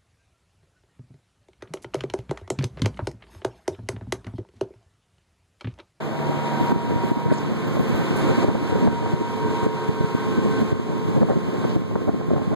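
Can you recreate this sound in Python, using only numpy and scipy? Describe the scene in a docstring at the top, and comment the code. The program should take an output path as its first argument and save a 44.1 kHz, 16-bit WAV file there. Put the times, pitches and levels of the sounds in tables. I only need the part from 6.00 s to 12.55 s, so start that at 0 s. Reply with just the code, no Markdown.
"""A rooftop air conditioner runs steadily while a two-port microphone moves into its open filter bay.
Air, as shaped noise, roars and hisses through filters and dampers; blower and motor are wavering tones
whose levels follow standing waves. The draught buffets the ports with low noise thuds and sharp pops.
A limiter ducks the machine after each loud buffet and lets it swell back; a stereo widener thins the bass."""
import sys
import numpy as np
from scipy import signal
from scipy.fft import rfft, irfft
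from scipy.io import wavfile
from scipy.ndimage import uniform_filter1d

SR = 44100
rng = np.random.default_rng(int(sys.argv[2]) if len(sys.argv) > 2 else 0)


def digitize_waveform(pressure):
    """Quantize a signal to 16-bit integers and store it at the path in sys.argv[1].

    Rows of a 2-D input are taken as channels; values are limited to [-1, 1].
    """
    field = np.atleast_2d(pressure).T
    bounded = np.clip(field, -1, 1)
    quanta = np.round(bounded * 32767).astype(np.int16)
    wavfile.write(sys.argv[1], SR, quanta)


N = 288855
TIME, FREQS = np.arange(N) / SR, np.fft.rfftfreq(N, 1 / SR)
LIMITER_WINDOW = 353  # samples, about 8 ms


def amp(db):
    """Decibels to gain."""
    return 10 ** (np.asarray(db) / 20)


def unit(x):
    """Scales to rms 1."""
    return x / np.sqrt(np.mean(x ** 2) + 1e-20)


def curves(rows):
    """Draws each column of a time table as a line over every sample."""
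    s, *columns = np.transpose(rows)
    return [np.interp(TIME, s, column) for column in columns]


def over_hz(points):
    """Draws a frequency table over every bin, on a log frequency axis."""
    hz, value = np.transpose(points)
    return np.interp(np.log(FREQS + 1), np.log(hz + 1), value)


def colour(x, spectrum):
    """Filters white sound to the shape of a spectrum, keeping its power."""
    gain = unit(amp(over_hz(spectrum)))
    return irfft(rfft(x) * gain, N)


def white():
    """Unrelated white noise for each port."""
    return rng.standard_normal((2, N))


def wander(rate_hz):
    """Random drift of rms 1 for each port: noise kept below roughly rate_hz."""
    lowpass = np.exp(-(FREQS / rate_hz) ** 2) * (FREQS > 0)
    return unit(irfft(rfft(white()) * lowpass, N))


def related(alike, right_lead):
    """White noise at the two ports, partly shared, the right port ahead by a phase in radians."""
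    left, stranger = rfft(white())
    alike = np.clip(alike, -1, 1)
    shared = alike * np.exp(1j * right_lead) * left
    right = shared + np.sqrt(1 - alike ** 2) * stranger
    return irfft([left, right], N)


def short_level(x):
    """Running rms over about 8 ms, as the limiter senses it."""
    return np.sqrt(abs(uniform_filter1d(x ** 2, LIMITER_WINDOW)) + 1e-12)


def tone(hz, shared, opposed, lead, db, waver_hz, tremble_db):
    """A strong machine tone; its opposed part leads by some radians, and moving air makes the whole tremble."""
    phase = 2 * np.pi * np.cumsum(hz + waver_hz * wander(3.5)[0]) / SR
    opposite_signs = np.array([[1], [-1]])
    ports = shared * np.cos(phase) + opposite_signs * opposed * np.cos(phase + lead)
    return np.sqrt(2) * amp(db + tremble_db * wander(29)[0]) * ports


# steady draught on the microphone, before the layer trims: time_s, level_db
DRAUGHT_LEVEL = [(0.0, -22), (0.55, -25.5), (1.1, -21), (1.4, -22.5), (1.7, -20.5), (2.2, -24.5),
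                 (2.8, -23), (3.3, -25), (4.0, -26), (4.6, -22), (5.5, -18), (6.55, -18)]
# spectrum shape of the eddies' low rumble, also used by the buffets: frequency_hz, relative_db_per_hz
RUMBLE_SPECTRUM = [(10, -45), (25, -18), (45, -18.5), (65, -19), (90, -2.5), (130, -2), (220, -1.5),
                   (400, -12), (750, -32), (1500, -46.5), (8000, -85)]
# spectrum shape of the eddies' flutter, also used by the buffets: frequency_hz, relative_db_per_hz
FLUTTER_SPECTRUM = [(20, -42), (150, -20), (350, 4), (550, -1), (750, -12), (1150, -25), (1700, -25.5),
                    (3000, -65), (12000, -75)]


def draught(rumble_db=2.0, lump_db=2.5, flutter_db=-15, alike=0.55, right_lead=0.47):
    """Small eddies rumble on both ports all the time; the right port flutters more."""
    level = amp(curves(DRAUGHT_LEVEL)[0])
    lumps = amp(lump_db * wander(14.0))
    rumble = colour(unit(related(alike, right_lead) * lumps) * level, RUMBLE_SPECTRUM)
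    flutter = colour(unit(white()) * level, FLUTTER_SPECTRUM)
    port_gain = amp([[-5], [2]])  # left, right
    return amp(rumble_db) * rumble + amp(flutter_db) * port_gain * flutter


# the strongest buffets; lengths under 6 ms play as 6 ms, and flutter is before its trim:
# centre_s, port (0 left, 1 right), length_s, thud_peak_db (8 ms level), flutter_db
BUFFETS = [(0.267, 1, 0.0073, -14, -22), (0.296, 1, .005, -9, -15), (0.611, 1, 0.0054, -10, -23.5),
           (0.636, 1, 0.0047, -20, -33), (0.698, 1, .005, -13, -30), (0.726, 1, 0.0051, -5, -28),
           (0.764, 1, 0.0097, -10, -31.5), (0.912, 1, 0.024, -10, -30), (0.962, 1, 0.0053, -8.5, -28),
           (1.045, 1, 0.0045, -14, -23), (1.118, 1, 0.0074, -4, -17), (1.175, 1, 0.0045, -9.5, -34),
           (1.264, 1, 0.0097, -7.5, -24.5), (1.289, 1, 0.0084, -14, -24), (1.316, 1, 0.011, -10.5, -11.5),
           (1.323, 0, 0.0093, -5.5, -11), (1.772, 1, .005, -31, -13), (1.803, 1, 0.0099, -9.5, -21),
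           (1.948, 1, 0.0062, -15.5, -24), (2.109, 1, 0.0082, -12.5, -36), (2.308, 1, 0.037, -16.5, -18.5),
           (2.385, 1, 0.014, -14, -23), (2.447, 1, 0.0055, -11.5, -8.5), (2.489, 1, 0.0077, -7, -12),
           (2.554, 1, .005, -11, -10.5), (2.698, 1, 0.0035, -15, -23.5), (2.729, 1, 0.015, -12, -20),
           (2.76, 1, .015, -15, -17), (2.846, 1, 0.047, -11, -19), (2.881, 1, 0.017, -9, -20),
           (3.027, 1, 0.0071, -20, -15), (3.069, 1, 0.015, -20, -20), (3.14, 1, 0.0088, -5.5, -16),
           (3.213, 1, 0.012, -11, -21), (3.454, 1, 0.0055, -15, -28), (3.515, 1, 0.018, -16.5, -28),
           (3.633, 1, 0.0045, -14, -26), (3.668, 1, 0.0052, -8, -11), (3.895, 0, 0.008, -6, -18),
           (4.012, 1, .005, -6.5, -18), (4.046, 1, 0.0092, -9, -33), (4.15, 1, .005, -6.5, -36),
           (4.386, 1, 0.014, -7, -28), (4.459, 1, 0.045, -11, -18), (4.622, 1, 0.012, -7, -17.5),
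           (4.729, 1, 0.0067, -2.5, -12), (4.758, 1, 0.0055, -15.5, -33), (4.797, 1, 0.0085, -9.5, -16),
           (4.92, 1, 0.047, -15, -19.5), (5.087, 1, 0.016, -9, -31), (5.146, 1, 0.021, -14, -28),
           (5.176, 1, 0.018, -4, -11), (5.224, 1, 0.019, -2, -5.5), (5.307, 1, 0.03, -6, -4),
           (5.37, 1, 0.014, -5.5, -15), (5.487, 1, 0.023, -13, -21), (5.545, 1, 0.024, -24, -15),
           (5.65, 1, 0.013, -10, -13), (5.766, 1, 0.007, 0, -4), (5.835, 1, 0.026, -19, -16),
           (5.959, 1, 0.006, -3.5, -5.5), (6.018, 1, 0.0025, -12, -14), (6.083, 1, 0.013, -9, -13),
           (6.093, 1, 0.013, -3, -5), (6.144, 1, 0.0065, -4, -18), (6.204, 1, 0.013, -10, -17),
           (6.287, 1, 0.0046, -7, -23), (6.314, 1, 0.018, -3.5, -10), (6.338, 1, 0.014, -7, -7),
           (6.365, 1, 0.0036, -7, -5.5), (6.421, 1, 0.0083, -14, -18), (6.479, 1, 0.0036, -11, -23),
           (6.532, 1, 0.018, -11, -16)]


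def buffets(flutter_trim_db=-1, spike_db=4, tail_db=-14, tail_s=0.033, flutter_length=0.76):
    """Each larger eddy hits one port: a low thud with a ragged flutter on top, and a soft rumbling wake."""
    out = np.zeros((2, N))
    low = colour(white(), RUMBLE_SPECTRUM)
    ragged = colour(white() * amp(spike_db * wander(260)), FLUTTER_SPECTRUM)
    for s, port, length_s, thud_db, flutter_db in BUFFETS:
        side, near = int(port > .5), abs(TIME - s) < .15
        t = TIME[near] - s
        bell = 2 ** (-2 * (t / max(length_s, .006)) ** 2)
        wake = amp(tail_db) * (t > 0) * np.exp(-abs(t) / tail_s)
        thud = low[side, near] * np.maximum(bell, wake)
        thud = thud / short_level(thud).max()
        # the flutter's bell is a share of the thud's length
        shape = np.maximum(bell ** (1 / flutter_length ** 2), wake)
        flutter = unit(ragged[side, near] * shape) * np.sqrt(np.mean(shape ** 2))
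        out[side, near] += amp(thud_db) * thud + amp(flutter_db + flutter_trim_db) * flutter
    return out


# sharp pops of air in the right port; level drives the swing before trim and envelope:
# start_s, level_db, pitch_hz
AIR_POPS = [(0.7188, 5, 820), (2.4325, -4, 590), (2.5002, 4, 726), (2.5552, 5, 500), (2.8741, 10, 536),
            (3.0607, 5.5, 680), (3.6567, -8, 640), (4.623, -7, 576), (4.7277, 0, 457), (5.203, -3, 330),
            (5.217, 8, 647), (5.231, 14, 590), (5.287, 11, 630), (5.3015, 9, 705), (5.333, 9, 520),
            (5.6414, 7.5, 750), (5.7651, 8.5, 525), (5.9122, 8, 540), (5.9554, 12.5, 806),
            (5.9614, 11, 453), (6.078, 12, 480), (6.0833, 9, 496), (6.0924, 14.5, 490), (6.2125, 9.5, 620),
            (6.304, 3, 580), (6.307, 12, 535), (6.3634, 10, 424), (6.3805, 8, 720), (6.3947, 8, 500),
            (6.4172, 5, 637), (6.516, 5, 680)]


def pops(trim_db=1.0, decay_s=0.00065, rise_s=0.00072):
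    """An eddy breaks in the right port: a steep pressure swing that dies within a cycle or two."""
    out = np.zeros((2, N))
    t = np.arange(SR // 50) / SR
    envelope = np.exp(-t / decay_s) * (1 - np.exp(-(t / rise_s) ** 2))
    for s, level_db, hz in AIR_POPS:
        start = round(s * SR)
        swing = np.sin(2 * np.pi * hz * t) * envelope
        out[1, start:start + len(t)] += amp(level_db + trim_db) * swing
    return out


# brief spits of hiss, and at 1.3 s a knock and scrape as the microphone brushes the filter frame; level before
# the rise and fade: start_s, centre_hz, width_hz, fade_s, level_db
RUSTLES_AND_SPITS = [(0.63, 14630, 3000, .015, -53), (1.295, 1500, 1200, 0.041, -26), (1.32, 3700, 2200, .05, -37),
                     (1.672, 15200, 700, .012, -44), (1.72, 6500, 1200, 0.036, -51),
                     (1.725, 12000, 6000, 0.1, -53), (1.8, 13300, 6000, 0.023, -49),
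                     (1.878, 14000, 6000, .02, -48), (1.95, 13500, 5000, 0.11, -54),
                     (2.16, 8500, 6000, 0.046, -45), (3.63, 7500, 3000, .025, -48), (4.43, 7500, 3000, .04, -48),
                     (5.69, 4000, 2500, .06, -42)]


def spits(rise_s=0.0052, grain_db=1.5, grain_hz=250):
    """Short grainy bursts, each in its own band: spits of hiss, and a knock and scrape at 1.3 s; a quick rise
    and a slower fade."""
    out = np.zeros((2, N))
    grains = rfft(white() * amp(grain_db * wander(grain_hz)[0]))
    for s, hz, width_hz, fade_s, level_db in RUSTLES_AND_SPITS:
        t = np.maximum(TIME - s, 0)
        band = unit(irfft(grains * np.exp(-2 * ((FREQS - hz) / width_hz) ** 2), N))
        out += amp(level_db) * band * np.minimum(t / rise_s, 1) * np.exp(-t / fade_s)
    return out


# one short swish that falls in pitch, level before the trims: time_s, centre_hz, level_db
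SWISH_GLIDE = [(1.29, 9760, -71.5), (1.33, 8400, -36.5), (1.355, 7000, -42), (1.385, 5840, -35.5),
               (1.44, 5500, -60)]


def swish(trim_db=-3.5, width_hz=1900, grain_db=1.8):
    """A grainy band of hiss slides down, stronger at the left port: slow noise rides a falling carrier."""
    hz, level_db = curves(SWISH_GLIDE)
    sounding = (TIME > SWISH_GLIDE[0][0]) & (TIME < SWISH_GLIDE[-1][0])
    port_gain = amp([[2], [-2]])  # left, right
    level = amp(level_db + trim_db + grain_db * wander(110)[0]) * port_gain
    carrier = np.cos(2 * np.pi * np.cumsum(hz) / SR)
    return sounding * level * wander(width_hz) * carrier


# weaker tones of shafts, belt and motors, level before the trim: pitch_hz, level_db
WEAK_TONES = [(113.0, -39), (298.1, -52), (480.5, -53), (529.6, -48), (588.1, -57.5), (824.3, -68),
              (871.4, -60), (968.3, -57.5), (974.4, -58.5), (1035.6, -59.5), (1094.2, -74), (1185.0, -69),
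              (2010.0, -69), (2129.8, -74), (2250.9, -62), (4125.0, -74)]


def weak_tones(trim_db=6.0, fade_db=2.0, port_spread=0.34):
    """Lesser lines swell and fade as the microphone moves, their phases drifting a little between ports."""
    out = np.zeros((2, N))
    for hz, level_db in WEAK_TONES:
        fade, drift = wander(1.47)
        phase = 2 * np.pi * (hz * TIME + rng.random()) + drift + port_spread * wander(0.2)
        out += amp(level_db + fade_db * fade) * np.cos(phase)
    return np.sqrt(2) * out * amp(trim_db)


# level of the hollow cabinet resonance: time_s, level_db
CABINET_LEVEL = [(0, -30.5), (.7, -35), (1.3, -39.5), (2.0, -53), (3.0, -55), (6.55, -42.5)]
# spectrum shape of that resonance: frequency_hz, relative_db_per_hz
CABINET_SPECTRUM = [(400, -49), (590, -3.5), (655, 3.5), (720, -5.5), (800, -1.5), (1100, -61)]


def hollow(alike=0.9):
    """The air flow excites a broad cabinet resonance, here a band of noise nearly shared by the ports."""
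    return colour(related(alike, 0), CABINET_SPECTRUM) * amp(curves(CABINET_LEVEL)[0])


CROSSING_S = 0.051  # time scale of a sign turn


def standing(path, crossings):
    """Standing-wave gains: the part both ports share, and the opposed part, turning sign at each crossing."""
    shared_db, opposed_db = curves(path)
    turns = np.prod([np.tanh((s - TIME) / CROSSING_S) for s in crossings], axis=0)
    return amp(shared_db), amp(opposed_db) * turns


# the whine's centre pitch: time_s, pitch_hz
WHINE_PITCH_PATH = [(0.0, 946.8), (1.3, 946.8), (1.9, 944.8), (6.55, 944.9)]
# the whines' waves are short enough to differ between the ports; before trim: time_s, shared_db, opposed_db
WHINE_LEVELS = [(0.0, -38, -33), (0.28, -31.5, -31), (1.05, -29, -39), (1.3, -29.5, -55), (1.6, -48, -43),
                (1.95, -46, -40.5), (2.35, -37.5, -43), (3.2, -31.5, -52), (4.0, -31.5, -44),
                (4.4, -42, -46), (4.7, -43, -30.5), (4.95, -36.5, -33), (5.6, -42.5, -32), (6.55, -61, -34)]
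# the same for the upper whine, before trim: time_s, shared_db, opposed_db
UPPER_WHINE_LEVELS = [(0.0, -43, -37), (0.55, -45, -47), (1.75, -39.5, -53), (2.0, -46.5, -48.0),
                      (4.5, -37, -45), (5.15, -39.5, -34), (6.3, -36.5, -46.5), (6.55, -38, -33)]
# where the microphone crosses a node or crest of the whine, so the louder port changes sides: time_s
WHINE_TURNS = [4.6, 4.65]
# the same for the upper whine: time_s
UPPER_WHINE_TURNS = [4.6]
# standing-wave level of the ring, before trim: time_s, shared_db
RING_LEVEL = [(0.0, -57), (0.65, -51), (1.5, -54.5), (2.36, -51), (3.7, -53.5), (4.55, -47), (5.2, -58),
              (5.7, -51.5), (6.55, -60)]
UPPER_WHINE_HZ, RING_HZ = 1064.6, 1535.6  # the ring is the centre of a close pair
BEATS_PER_S, BEAT_PEAK_S = 5.46, 2.36


def motor():
    """Slot tones about twice the mains frequency apart, and a thin beating ring above them."""
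    whine = tone(curves(WHINE_PITCH_PATH)[0], *standing(WHINE_LEVELS, WHINE_TURNS),
                 lead=2.75, db=-0.4, waver_hz=0.95, tremble_db=1.88)
    upper = tone(UPPER_WHINE_HZ, *standing(UPPER_WHINE_LEVELS, UPPER_WHINE_TURNS),
                 lead=2.6, db=0.1, waver_hz=0.37, tremble_db=0.0)
    ring = tone(RING_HZ, amp(curves(RING_LEVEL)[0]), amp(-55), lead=2.1, db=4.5, waver_hz=0.5, tremble_db=2.0)
    beat = np.sqrt(2) * np.cos(np.pi * BEATS_PER_S * (TIME - BEAT_PEAK_S))
    return whine + upper + ring * beat


# standing-wave level of the blower drone along the microphone's path: time_s, shared_db
DRONE_LEVEL = [(0.0, -29), (0.22, -15.5), (0.5, -20.5), (0.9, -26), (3.2, -40.5), (3.9, -26.5),
               (4.3, -38.5), (6.55, -32)]
# level of the drone's overtone: time_s, shared_db
OVERTONE_LEVEL = [(0.0, -29), (0.35, -24.5), (1.3, -28.5), (2.3, -33.5), (3.0, -34), (6.55, -40)]
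# level of the lower blade hum, before trim: time_s, shared_db
BLADE_LEVEL = [(0.0, -31.5), (1.3, -33.5), (2.3, -32), (3.3, -36), (3.7, -31.5), (5.1, -32), (6.55, -34.5)]
# level of the upper blade hum, before trim: time_s, shared_db
HUM_LEVEL = [(0.0, -23.5), (0.25, -43), (1.3, -44), (2.1, -36), (3.15, -31.5), (3.55, -26.5), (4.5, -25.5),
             (5.2, -25), (5.6, -28.5), (6.55, -30.5)]
DRONE_HZ, OVERTONE_HZ, BLADE_HZ, HUM_HZ = 148.0, 222.7, 360.7, 435.5


def blower():
    """Low drone with its overtone, and two hums of the blades: long waves, nearly alike at both ports."""
    drone = tone(DRONE_HZ, amp(curves(DRONE_LEVEL)[0]), amp(-43),
                 lead=3.9, db=0.0, waver_hz=0.58, tremble_db=2.2)
    overtone = tone(OVERTONE_HZ, amp(curves(OVERTONE_LEVEL)[0]), amp(-56),
                    lead=1.5, db=0.0, waver_hz=0.98, tremble_db=3.0)
    blade = tone(BLADE_HZ, amp(curves(BLADE_LEVEL)[0]), amp(-56),
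                 lead=1.2, db=-1.5, waver_hz=1.32, tremble_db=2.0)
    hum = tone(HUM_HZ, amp(curves(HUM_LEVEL)[0]), amp(-45),
               lead=-3.0, db=-1.5, waver_hz=1.6, tremble_db=2.7)
    return drone + overtone + blade + hum


# the nearly constant air flow through the unit, before the trims: time_s, roar_db, hiss_db
AIR_LEVELS = [(0.0, -36.5, -42.5), (1.3, -38, -44.5), (2.0, -39.5, -44.5), (2.33, -39, -44),
              (3.4, -40.5, -45), (5.1, -39, -42.5), (5.6, -39.2, -42.5), (6.55, -41, -45)]
# spectrum shape of the roar: frequency_hz, relative_db_per_hz
ROAR_SPECTRUM = [(20, -32), (100, -4.5), (300, 2.5), (450, -0.5), (560, -9), (660, -9.5), (800, -8.5),
                 (1150, -12), (1700, -14), (2200, -16.5), (3400, -25.5), (6000, -40.5), (16000, -67)]
# likeness of the roar at the two ports: frequency_hz, likeness (-1 to 1)
ROAR_LIKENESS = [(100, 1), (450, 0.97), (800, 0.61), (1200, 0.51), (1700, -0.38), (2300, -0.089),
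                 (4000, 0.016)]
# how far the roar reaches the right port first: frequency_hz, lead_rad
ROAR_RIGHT_LEAD = [(60, .15), (200, 0.05), (700, 0.43), (1200, 0.38), (2500, 0.039)]
# spectrum shape of the hiss: frequency_hz, relative_db_per_hz
HISS_SPECTRUM = [(100, -48), (1000, -31), (2200, -3.5), (3200, 3), (4000, -0.5), (4800, -5.5), (6200, -8),
                 (7600, -9), (9000, -13.5), (10500, -18), (12000, -34.5), (15500, -21)]
# hiss at the right port against the left: frequency_hz, gain_db
HISS_RIGHT_GAIN = [(1500, 4.5), (3400, -6), (9000, -0.5), (12000, -3.5), (15000, 1)]
# level of the fine sizzle against the hiss before its trim: time_s, level_db
SIZZLE_BALANCE = [(0.0, -14), (0.44, -14), (0.68, -11), (0.84, -14), (1.04, -9), (1.37, -12), (1.73, -14),
                  (2.13, -16), (6.55, -13.5)]
# spectrum shape of the sizzle: frequency_hz, relative_db_per_hz
SIZZLE_SPECTRUM = [(100, -50), (5000, -30), (9000, -6), (11000, -5.5), (13000, 4), (15500, -4.5)]


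def air(roar_trim_db=13, hiss_trim_db=3.0, surge_db=0.55, flicker_db=.5, roar_gust_db=-0.08, sizzle_gust_db=-1.5):
    """A dull roar from inside the cabinet; hiss and sizzle from the filter and damper edges."""
    roar_db, hiss_db = curves(AIR_LEVELS)
    # long waves reach both ports nearly together
    roar = colour(related(over_hz(ROAR_LIKENESS), over_hz(ROAR_RIGHT_LEAD)), ROAR_SPECTRUM)
    roar = roar * amp(roar_db + roar_trim_db + roar_gust_db * wander(5.9)[0])
    left, right = rfft(colour(white(), HISS_SPECTRUM))
    hiss = irfft([left, right * amp(over_hz(HISS_RIGHT_GAIN))], N)
    hiss = hiss * amp(hiss_db + hiss_trim_db + flicker_db * wander(60))
    sizzle_db = hiss_db + curves(SIZZLE_BALANCE)[0] + sizzle_gust_db * wander(20)[0]
    sizzle = colour(white(), SIZZLE_SPECTRUM) * amp(sizzle_db)
    surge = amp(surge_db * wander(10.0)[0])
    return surge * (roar + hiss + sizzle)


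def scene():
    """Pressure at the two microphone ports."""
    wind = draught() + buffets() + pops()
    machine = spits() + swish() + weak_tones() + hollow() + motor() + blower() + air()
    return wind + machine


CEILING_DB, RECOVERY_DB_PER_S = -13.5, 8.5
START_DUCK_DB = 10.5  # how far the limiter is already down at the start


def limiter(x):
    """Sound over the ceiling ducks both ports at once; the gain then swells back at a steady rate."""
    over_db = np.maximum(20 * np.log10(short_level(x).max(0)) - CEILING_DB, 0)
    recovered = RECOVERY_DB_PER_S * TIME
    # hold the deepest duck so far, less the recovery since
    duck_db = np.maximum.accumulate(np.maximum(over_db + recovered, START_DUCK_DB)) - recovered
    return x * amp(-uniform_filter1d(duck_db, size=130))


PORT_DELAY = 16  # samples
EDGE_HZ = 15560  # top of the band


def record(dry):
    """Limits, subtracts the delayed other port, which widens the image and thins the bass, then band-limits."""
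    dry = limiter(dry) * signal.windows.tukey(N, .002)
    wide = dry - np.roll(dry[::-1], PORT_DELAY, axis=1)
    lowpass = signal.firwin(1023, EDGE_HZ, window=("kaiser", 9), fs=SR)
    return signal.oaconvolve(wide, lowpass[None], "same")


dry = scene()
out = record(dry)
digitize_waveform(out)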